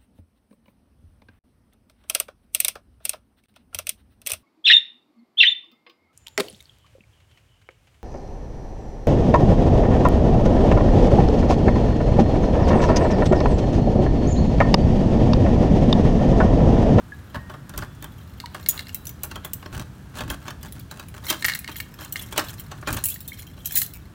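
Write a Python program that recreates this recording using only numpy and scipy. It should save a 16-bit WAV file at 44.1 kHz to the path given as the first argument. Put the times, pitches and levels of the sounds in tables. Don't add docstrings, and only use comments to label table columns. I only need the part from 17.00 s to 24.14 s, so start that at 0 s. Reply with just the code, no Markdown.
import sys
import numpy as np
from scipy import signal
from scipy.fft import rfft, irfft, next_fast_len
from scipy.io import wavfile

SR = 44100
rng = np.random.default_rng(int(sys.argv[2]) if len(sys.argv) > 2 else 0)


def wav_out(sig):
    wavfile.write(sys.argv[1], SR, np.round(np.clip(np.atleast_2d(sig).T, -1, 1) * 32767).astype(np.int16))


N = 314874
TIME = np.arange(N) / SR
AGE = np.arange(6000) / SR

# t/s, relative strength/dB, hardness/dB (high: steel on steel, low: a dull thud)
LOCK_BLOWS = [(0.345, -20.5, -34), (0.355, -18.5, -41), (0.497, -26, -23), (0.539, -27, -40),
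              (0.694, -34, 6), (0.738, -29, -20), (0.777, -25, 11.5), (0.822, -20, -32), (1.025, -30.5, 5),
              (1.043, -29, 5), (1.546, -21, -12), (2.237, -26.5, -18), (2.313, -26, -9), (2.357, -24, -10),
              (2.447, -25, -4), (2.626, -31, -26), (2.659, -24.5, -46), (2.752, -31, -6), (2.796, -29, -1),
              (3.154, -35, 0), (3.186, -24.5, -7), (3.206, -20, -15), (3.301, -19, -2.5),
              (3.48, -21.5, -19), (3.505, -28, -8), (3.63, -36.5, 10), (3.912, -29, 0), (3.996, -29, -0.5),
              (4.302, -15, 9), (4.326, -18.5, -5), (4.686, -25, -25), (4.988, -31, -14.5),
              (5.048, -36.5, 14), (5.325, -25, -1.5), (5.378, -10.5, 0.5), (5.393, -15, -8),
              (5.715, -25.5, -21), (5.826, -26, -72), (5.873, -15, -25), (5.883, -20.5, -12),
              (5.928, -33, 23.5), (5.969, -24, 4), (6.576, -37.5, -25)]
# f/Hz, width/Hz, relative level/dB
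DOOR_MODES = [(599, 40, 8.5), (909, 42, 6.5), (1100, 14.5, 1.5), (1538, 54, 4.5), (1870, 30, -31),
              (2590, 22, -1), (3085, 66, 2), (3580, 55, -14), (4120, 53, 1), (4610, 79, 2), (6110, 67, -15)]
# f/Hz, relative level/dB
PANEL_SPECTRUM = [(90, -17), (170, -16), (300, 10.5), (460, -6.5), (900, 1), (1650, 2.5), (2100, -11),
                  (4000, -30)]
HOUSING_SPECTRUM = [(900, -35), (2000, -2.5), (3200, 1.5), (4700, -7.5), (6200, -13), (9000, -27)]
STEEL_SPECTRUM = [(2500, -29), (6000, 3), (9000, 2), (12000, -5), (15500, 1)]
RING_SPECTRUM = [(1500, -26), (4000, -19), (7000, -3.5), (9000, -5.5), (11000, 0), (13500, 3), (15500, 0.5)]
BLOW_T60_S, BLOW_T60_GROWTH = 0.049, 0.0072
DEADBOLT_BRASS_DB, KNOB_BRASS_DB = -11, -5.5
BRASS_PER_HARDNESS = 0.17
AT_KNOB_S = 2.1


def locks():
    out = np.zeros(N)
    hz, width, db = np.transpose(DOOR_MODES)
    wood = hz < 2000
    chances = rng.standard_normal((len(LOCK_BLOWS), 7, len(AGE)))
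    for (s, panel_db, hardness), chance in zip(LOCK_BLOWS, chances):
        tick_db = panel_db + hardness
        housing_db = DEADBOLT_BRASS_DB if s < AT_KNOB_S else KNOB_BRASS_DB
        brass_db = panel_db + BRASS_PER_HARDNESS * hardness + housing_db
        t60 = BLOW_T60_S * np.exp(BLOW_T60_GROWTH * min(hardness, 0))

        pitch = hz * (1 + 0.013 * chance[5, :len(hz)])
        weight = db + 3 * chance[3, :len(hz)]
        phase = np.pi * chance[4, :len(hz)]
        low = blow(ring(pitch[wood], width[wood], weight[wood], phase[wood]), -5.5)
        high = blow(ring(pitch[~wood], width[~wood], weight[~wood], phase[~wood]), -5.5)

        loose = chatter(chance[6], db=2.0)
        boards = colour(chance[0], peaky(PANEL_SPECTRUM, chance[3], db=2.0)) * loose * fade(2.24 * t60)
        shell = colour(chance[1], peaky(HOUSING_SPECTRUM, chance[4], db=10.5)) * loose * fade(1.22 * t60)
        panel = (low + blow(boards, 0)) * (1 - fade(0.011))
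        brass = (high * fade(2 * t60) + blow(shell, 0)) * (1 - fade(0.0036))

        snap = colour(chance[0], RING_SPECTRUM) * fade(0.0055)
        steel = colour(chance[2], peaky(STEEL_SPECTRUM, chance[6], db=-2.5))
        bearing = steel * loose * fade(0.79 * t60)
        tick = blow(snap, tick_db - 17.5) + blow(bearing, (tick_db + brass_db) / 2 - 9)
        add(out, s, blow(panel, panel_db - 11.5) + blow(brass, brass_db - 6.0) + tick)

        slide = colour(chance[5], HOUSING_SPECTRUM) * fade(0.051)
        add(out, s - AGE[-1], blow(slide, brass_db - 18.0)[::-1])
    return out


# start t/s, end t/s, force/dB
BLADE_STROKES = [(0.487, 0.57, -54), (0.74, 0.859, -41), (1.55, 1.638, -45.5), (1.694, 1.83, -47),
                 (2.72, 2.836, -39), (3.136, 3.256, -40.5), (3.263, 3.358, -40.5), (3.405, 3.53, -48),
                 (3.636, 3.68, -42), (3.745, 3.802, -45), (3.90, 4.047, -45), (4.131, 4.203, -44),
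                 (4.224, 4.36, -39), (4.686, 4.722, -39.5), (4.987, 5.076, -44), (5.357, 5.425, -34.5),
                 (5.706, 5.805, -51), (5.868, 5.997, -35)]
# start t/s, end t/s, level/dB
DOOR_SHOVES = [(0.35, 0.394, -32.5), (0.74, 0.859, -33), (2.294, 2.39, -44), (2.72, 2.836, -33.5),
               (3.16, 3.358, -33.5), (5.868, 5.997, -31)]
RASP_DB, RASP_SLOPE = -45, 1.4
FORCE_REF_DB = -40


def blade():
    force = strokes(BLADE_STROKES)
    bite = amp(RASP_DB) * (force / amp(FORCE_REF_DB)) ** RASP_SLOPE
    slips = grains(rate=280, spread_db=5.5)

    hz, width, db = np.transpose(DOOR_MODES)
    response = ring(hz, width, db, rng.uniform(0, 2 * np.pi, len(hz)))
    modes = unit(signal.fftconvolve(slips, response)[:N])
    panel = rub(slips, PANEL_SPECTRUM, t60=0.045)
    housing = rub(slips, HOUSING_SPECTRUM, t60=0.012)
    grind = unit(amp(-6.5) * modes + panel + amp(-7.0) * housing)
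    rasp = rub(slips, STEEL_SPECTRUM, t60=0.023)

    shake_spectrum = [(22, -23), (42, 7.0), (80, 3.0), (140, 1.0), (320, -9.0), (520, -30), (2000, -70)]
    shake = colour(rng.standard_normal(N), shake_spectrum)
    return force * grind + bite * rasp + strokes(DOOR_SHOVES) * shake


# f1/Hz, f2/Hz, f3/Hz, f4/Hz
KEY_PARTIALS = [(3960, 7000, 10600, 15240), (2940, 8000, 9400, 14330), (4060, 16000, 11240, 15110),
                (3930, 6950, 11680, 15000), (2840, 6020, 5300, 12450), (4150, 8000, 11000, 14640),
                (5520, 7600, 31000, 15380)]
FREE_RING_DB, FREE_RING_T60_S = -19, 0.16


def key(pitch_hz, t60, crash_db, chance):
    hz = np.ravel(KEY_PARTIALS)
    lead = np.argmin(abs(hz - pitch_hz))
    owner = np.repeat(np.arange(len(KEY_PARTIALS)), len(KEY_PARTIALS[0]))
    struck = owner == owner[lead]
    db = np.where(struck, -8, -19) + 3.5 * chance[0, :len(hz)] + 6 * np.log2(hz / 11000)
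    db[lead] = 0
    upper = hz > 5800
    hz = hz * (1 + np.where(struck, .003, .035) * chance[1, :len(hz)])
    upper = hz > 5800
    phase = np.pi * chance[2, :len(hz)]
    envelope = fade(t60) + amp(FREE_RING_DB) * fade(FREE_RING_T60_S)
    high = envelope * ring(hz[upper], 0 * hz[upper], db[upper], phase[upper])
    low = envelope * ring(hz[~upper], 0 * hz[~upper], db[~upper], phase[~upper])

    loose = chatter(chance[2], db=5.5)
    crash = colour(chance[3], peaky(RING_SPECTRUM, chance[0], db=6)) * loose * fade(2.08 * t60)
    rattle = colour(chance[4], peaky(HOUSING_SPECTRUM, chance[1], db=14.5)) * loose * fade(1.6 * t60)
    bright = blow(high, db=0.7) + blow(crash, crash_db)
    dark = (blow(low, -5.3) + blow(rattle, 0)) * (1 - fade(0.004))
    return bright, dark


# t/s, relative level/dB, leading partial f/Hz (the nearest partial of any key takes the lead)
KEY_CLINKS = [(1.687, 1.5, 15200), (1.946, -12, 14600), (2.0538, -26, 10700), (2.0692, -18.5, 6000),
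              (2.0923, -22.5, 11500), (2.2342, -13, 14300), (2.448, -19.5, 11300), (2.5335, -11.5, 14300),
              (3.3124, -25, 10600), (3.7233, -25.5, 10600), (3.795, -30.5, 11900), (4.0846, -32, 10700),
              (4.461, -10, 14600), (4.486, -20, 14300), (4.5486, -16, 13800), (4.59, -18.5, 14700),
              (4.7643, -21.5, 11700), (4.783, -26, 14200), (4.804, -20.5, 14200), (5.124, -13.5, 14800),
              (5.2234, -24, 9420), (5.5968, -21.5, 15600), (5.9433, -19, 14900), (6.0392, -7, 10700),
              (6.056, -6, 14200), (6.085, -11.5, 14700), (6.1014, -15, 14700), (6.1413, -20, 15000),
              (6.205, -24, 15600), (6.2775, -19, 14700), (6.3933, -28, 10600), (6.657, -10, 12400),
              (6.7213, -15, 15200), (6.7551, -4, 15300), (6.7686, -11, 15200), (6.7734, -1.5, 15200),
              (6.7846, -7.5, 15200), (6.8166, -8.5, 14400), (6.936, -26.5, 14700)]
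CLINK_REF_DB = -20
CLINK_LOW_DB, CLINK_LOW_SLOPE = -38.5, 0.44
CRASH_DB, CRASH_SLOPE = -0.5, 0.075
HELD_T60_S, FREE_T60_S = 0.033, 0.062
KEY_OUT_S = 6.0


def keys():
    out = np.zeros(N)
    chances = rng.standard_normal((len(KEY_CLINKS), 5, len(AGE)))
    for (s, db, hz), chance in zip(KEY_CLINKS, chances):
        harder = db - CLINK_REF_DB
        t60 = HELD_T60_S if s < KEY_OUT_S else FREE_T60_S
        high, low = key(hz, t60, CRASH_DB + CRASH_SLOPE * harder, chance)
        low_db = CLINK_LOW_DB + CLINK_LOW_SLOPE * harder - 8.5
        add(out, s, blow(high, db - 13.0) + blow(low, low_db))
    return out


# t/s, relative level/dB, favoured resonance f/Hz
TAG_CLACKS = [(1.4012, -18.5, 4070), (1.459, -20.5, 4100), (1.662, -16, 4150), (1.7774, -18.5, 4160),
              (1.7926, -13.5, 5000), (1.8695, -26, 4200), (1.8931, -23.5, 2800), (4.4243, -12.5, 1990),
              (4.4449, -4, 1930), (4.4496, -1, 1870), (4.479, -23, 2000), (4.4835, -3.5, 1830),
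              (4.4972, -7.5, 1870), (4.5074, -16, 2170), (4.5197, -12.5, 1980), (4.5363, -12.5, 4230),
              (4.552, -12, 1870), (4.6444, -19, 1880), (4.6773, -16, 2040), (4.758, -21, 2020),
              (4.8016, -12.5, 1910), (5.158, -10, 2140), (6.16, -26, 1660), (6.8185, -13.5, 4100)]
# f/Hz, width/Hz, relative level/dB
TAG_MODES = [(1872, 64, -3.5), (2114, 88, -1), (2800, 99, -1), (3786, 430, -4), (4155, 290, 4),
             (5400, 500, -41), (7900, 350, -10)]
# f/Hz, relative level/dB
TAG_RATTLE_SPECTRUM = [(900, -22), (1550, -5.5), (1850, -8.5), (2200, -27), (2500, -26), (4200, -5),
                       (6000, -18), (12000, -24)]


def tags():
    out = np.zeros(N)
    hz, width, db = np.transpose(TAG_MODES)
    chances = rng.standard_normal((len(TAG_CLACKS), 5, len(AGE)))
    for (s, level_db, lead_hz), chance in zip(TAG_CLACKS, chances):
        favour = 8 * np.exp(-(np.log(hz / lead_hz) / 0.22) ** 2)
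        weight = db + favour + 2.6 * chance[0, :len(hz)]
        pitch = hz * (1 + 0.029 * chance[3, :len(hz)])
        body = ring(pitch, width, weight, 0.28 * chance[1, :len(hz)]) * (1 - fade(0.0014))
        rattle = colour(chance[4], TAG_RATTLE_SPECTRUM) * chatter(chance[3], db=11.5)
        rattle = rattle * (fade(0.038) - fade(0.013))
        contact = colour(chance[2], STEEL_SPECTRUM) * fade(0.013)
        clack = blow(body, 0) + blow(rattle, -7.5)
        add(out, s, blow(clack, level_db - 17.0) + blow(contact, level_db - 26.5))
    return out


# t/s, first f/Hz, settled f/Hz, level/dB, t60/s
PITCHED_PINGS = [(0.12, 1800, 1674, -36, 0.065), (0.384, 1970, 1866, -49.5, 0.79),
                 (0.84, 3380, 3420, -68.5, 3.7), (1.439, 1200, 944, -34, 0.048),
                 (1.69, 7070, 6910, -26, 0.078), (1.946, 3920, 3920, -55.5, 0.4),
                 (6.291, 3940, 3610, -47, 0.037), (6.319, 1840, 2240, -37, 0.028),
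                 (6.745, 4080, 4150, -37.5, 0.15)]


def plinks():
    out = np.zeros(N)
    age = TIME[:SR]
    for s, first_hz, hz, db, t60 in PITCHED_PINGS:
        pitch = hz + (first_hz - hz) * np.exp(-age / 0.0014)
        envelope = amp(-60 * age / t60) * (1 - np.exp(-age / .002))
        tone = np.sin(2 * np.pi * np.cumsum(pitch) / SR)
        add(out, s, blow(tone * envelope, db))
    return out


# t/s of the liveliest moment, relative level/dB, time to swell by a factor e/s
BUNCH_SWINGS = [(1.85, -50, 0.51), (3.44, -50, 0.026), (3.8, -57, 0.25), (4.3, -26, 0.033),
                (4.5, -32.5, 0.13), (4.79, -34.5, 0.049), (5.2, -36, 0.11), (5.5, -39.5, 0.42),
                (6.09, -38.5, 0.19), (6.42, -44.5, 0.16), (6.79, -31.5, 0.093)]
HANGING_DB = -62.5
SETTLE_SHARE = 0.36


def liveliness():
    power = amp(HANGING_DB) ** 2
    for s, db, swell_s in BUNCH_SWINGS:
        exponent = np.minimum(TIME - s, (s - TIME) / SETTLE_SHARE) / swell_s
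        power = power + (amp(db) * np.exp(exponent)) ** 2
    return np.sqrt(power)


# f/Hz, relative level/dB
GRATE_SPECTRUM = [(900, -3), (2000, -1), (4200, -10.5), (6500, 2), (12000, -1.5), (15500, -4)]


def stirring():
    brushes = 0
    for partials in KEY_PARTIALS:
        high, low = key(partials[-1], 0.035, CRASH_DB, rng.standard_normal((5, len(AGE))))
        brush = blow(high, 0) + blow(low, 0.68)
        brushes = brushes + signal.oaconvolve(grains(rate=9.4, spread_db=6.5), brush)[:N]
    grating = rub(grains(rate=200, spread_db=11.0), GRATE_SPECTRUM, t60=0.047)
    return (unit(brushes) + amp(-6.0) * grating) * liveliness() * amp(-4.0)


def porch(x, wet_db, t60):
    noise = colour(rng.standard_normal(len(AGE)), [(100, 5.0), (1000, -4), (4000, -5.5), (15000, -11.5)])
    echo = noise * (fade(t60) - fade(0.034))
    echo = echo / np.sqrt(np.sum(echo ** 2))
    return x + amp(wet_db) * signal.fftconvolve(x, echo)[:N]


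# t/s, rumble level/dB, relative level of the middle range/dB
OUTDOOR_LEVELS = [(0.0, -40.5, -50), (1.5, -41.5, -50.5), (3.3, -40.5, -51.5), (3.9, -40.5, -55),
                  (4.7, -42.5, -52.5), (5.5, -40, -48), (6.2, -42.5, -56), (7.14, -42.5, -52.5)]
# f/Hz, relative level/dB
RUMBLE_SPECTRUM = [(20, -34.5), (40, -10.5), (75, -0.5), (140, -4), (280, -14.5), (450, -25.5), (1000, -35),
                   (4000, -40.5), (16000, -48.5)]
AIR_SPECTRUM = [(250, -4.5), (560, -4.5), (1300, -1.5), (1650, -1.5), (2100, -12.5), (3400, -15),
                (5000, -27)]


def outdoors():
    s, rumble_db, air_db = np.transpose(OUTDOOR_LEVELS)
    rumble = colour(rng.standard_normal(N), RUMBLE_SPECTRUM) * amp(np.interp(TIME, s, rumble_db))
    air = colour(rng.standard_normal(N), AIR_SPECTRUM) * amp(np.interp(TIME, s, air_db) - 4.0)
    return rumble + air


def ring(hz, width_hz, db, phase):
    angle = np.float32(2 * np.pi * np.outer(hz, AGE) + phase[:, None])
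    loss = np.float32(np.minimum(np.pi * np.outer(width_hz, AGE), 20))
    return amp(db) @ (np.sin(angle) * np.exp(-loss))


def chatter(chance, db):
    return amp(db * np.interp(AGE, np.arange(len(chance)) * 0.001526, chance))


def peaky(spectrum, chance, db):
    hz, mean_db = np.transpose(spectrum)
    grid = np.arange(60, SR / 2, 140)
    smooth_db = np.interp(np.log(grid), np.log(hz), mean_db)
    return np.transpose([grid, smooth_db + db * np.clip(chance[-len(grid):], -1, 2)])


def grains(rate, spread_db):
    clicks = (rng.random(N) < rate / SR) * rng.choice([-1, 1], N)
    return clicks * amp(spread_db * np.minimum(rng.standard_normal(N), 2))


def rub(slips, spectrum, t60):
    energy = signal.oaconvolve(slips ** 2, fade(t60) ** 2)[:N]
    return unit(np.sqrt(abs(energy)) * colour(rng.standard_normal(N), spectrum))


def strokes(rows):
    total = np.zeros(N)
    for start, end, db in rows:
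        progress = np.clip((TIME - start) / (end - start), 0, 1)
        total += amp(db) * np.sqrt(abs(np.sin(np.pi * progress)))
    return total


def colour(x, spectrum):
    hz, db = np.transpose(spectrum)
    size = next_fast_len(len(x))
    bins = np.maximum(np.arange(size // 2 + 1) * SR / size, 1)
    gain = amp(np.interp(np.log(bins), np.log(hz), db))
    return unit(irfft(rfft(x, size) * gain, size)[:len(x)])


def fade(t60):
    return np.exp(-np.log(1000) * AGE / max(t60, 1e-3))


def amp(db):
    return 10 ** (np.asarray(db) / 20)


def unit(x):
    return x / np.sqrt(np.mean(x ** 2))


def blow(x, db):
    return x * amp(db) / np.sqrt(np.mean(x[:SR // 100] ** 2))


def add(track, s, sound):
    start = int(s * SR)
    track[start:start + len(sound)] += sound[:N - start]


def scene():
    near = locks() + blade() + keys() + tags() + plinks() + stirring()
    return (porch(near, wet_db=-15, t60=0.32) + outdoors())[None]


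def record(dry):
    low_pass = signal.ellip(10, .2, 70, 15900, fs=SR, output="sos")
    return signal.sosfilt(low_pass, dry)


dry = scene()
out = record(dry)
wav_out(out)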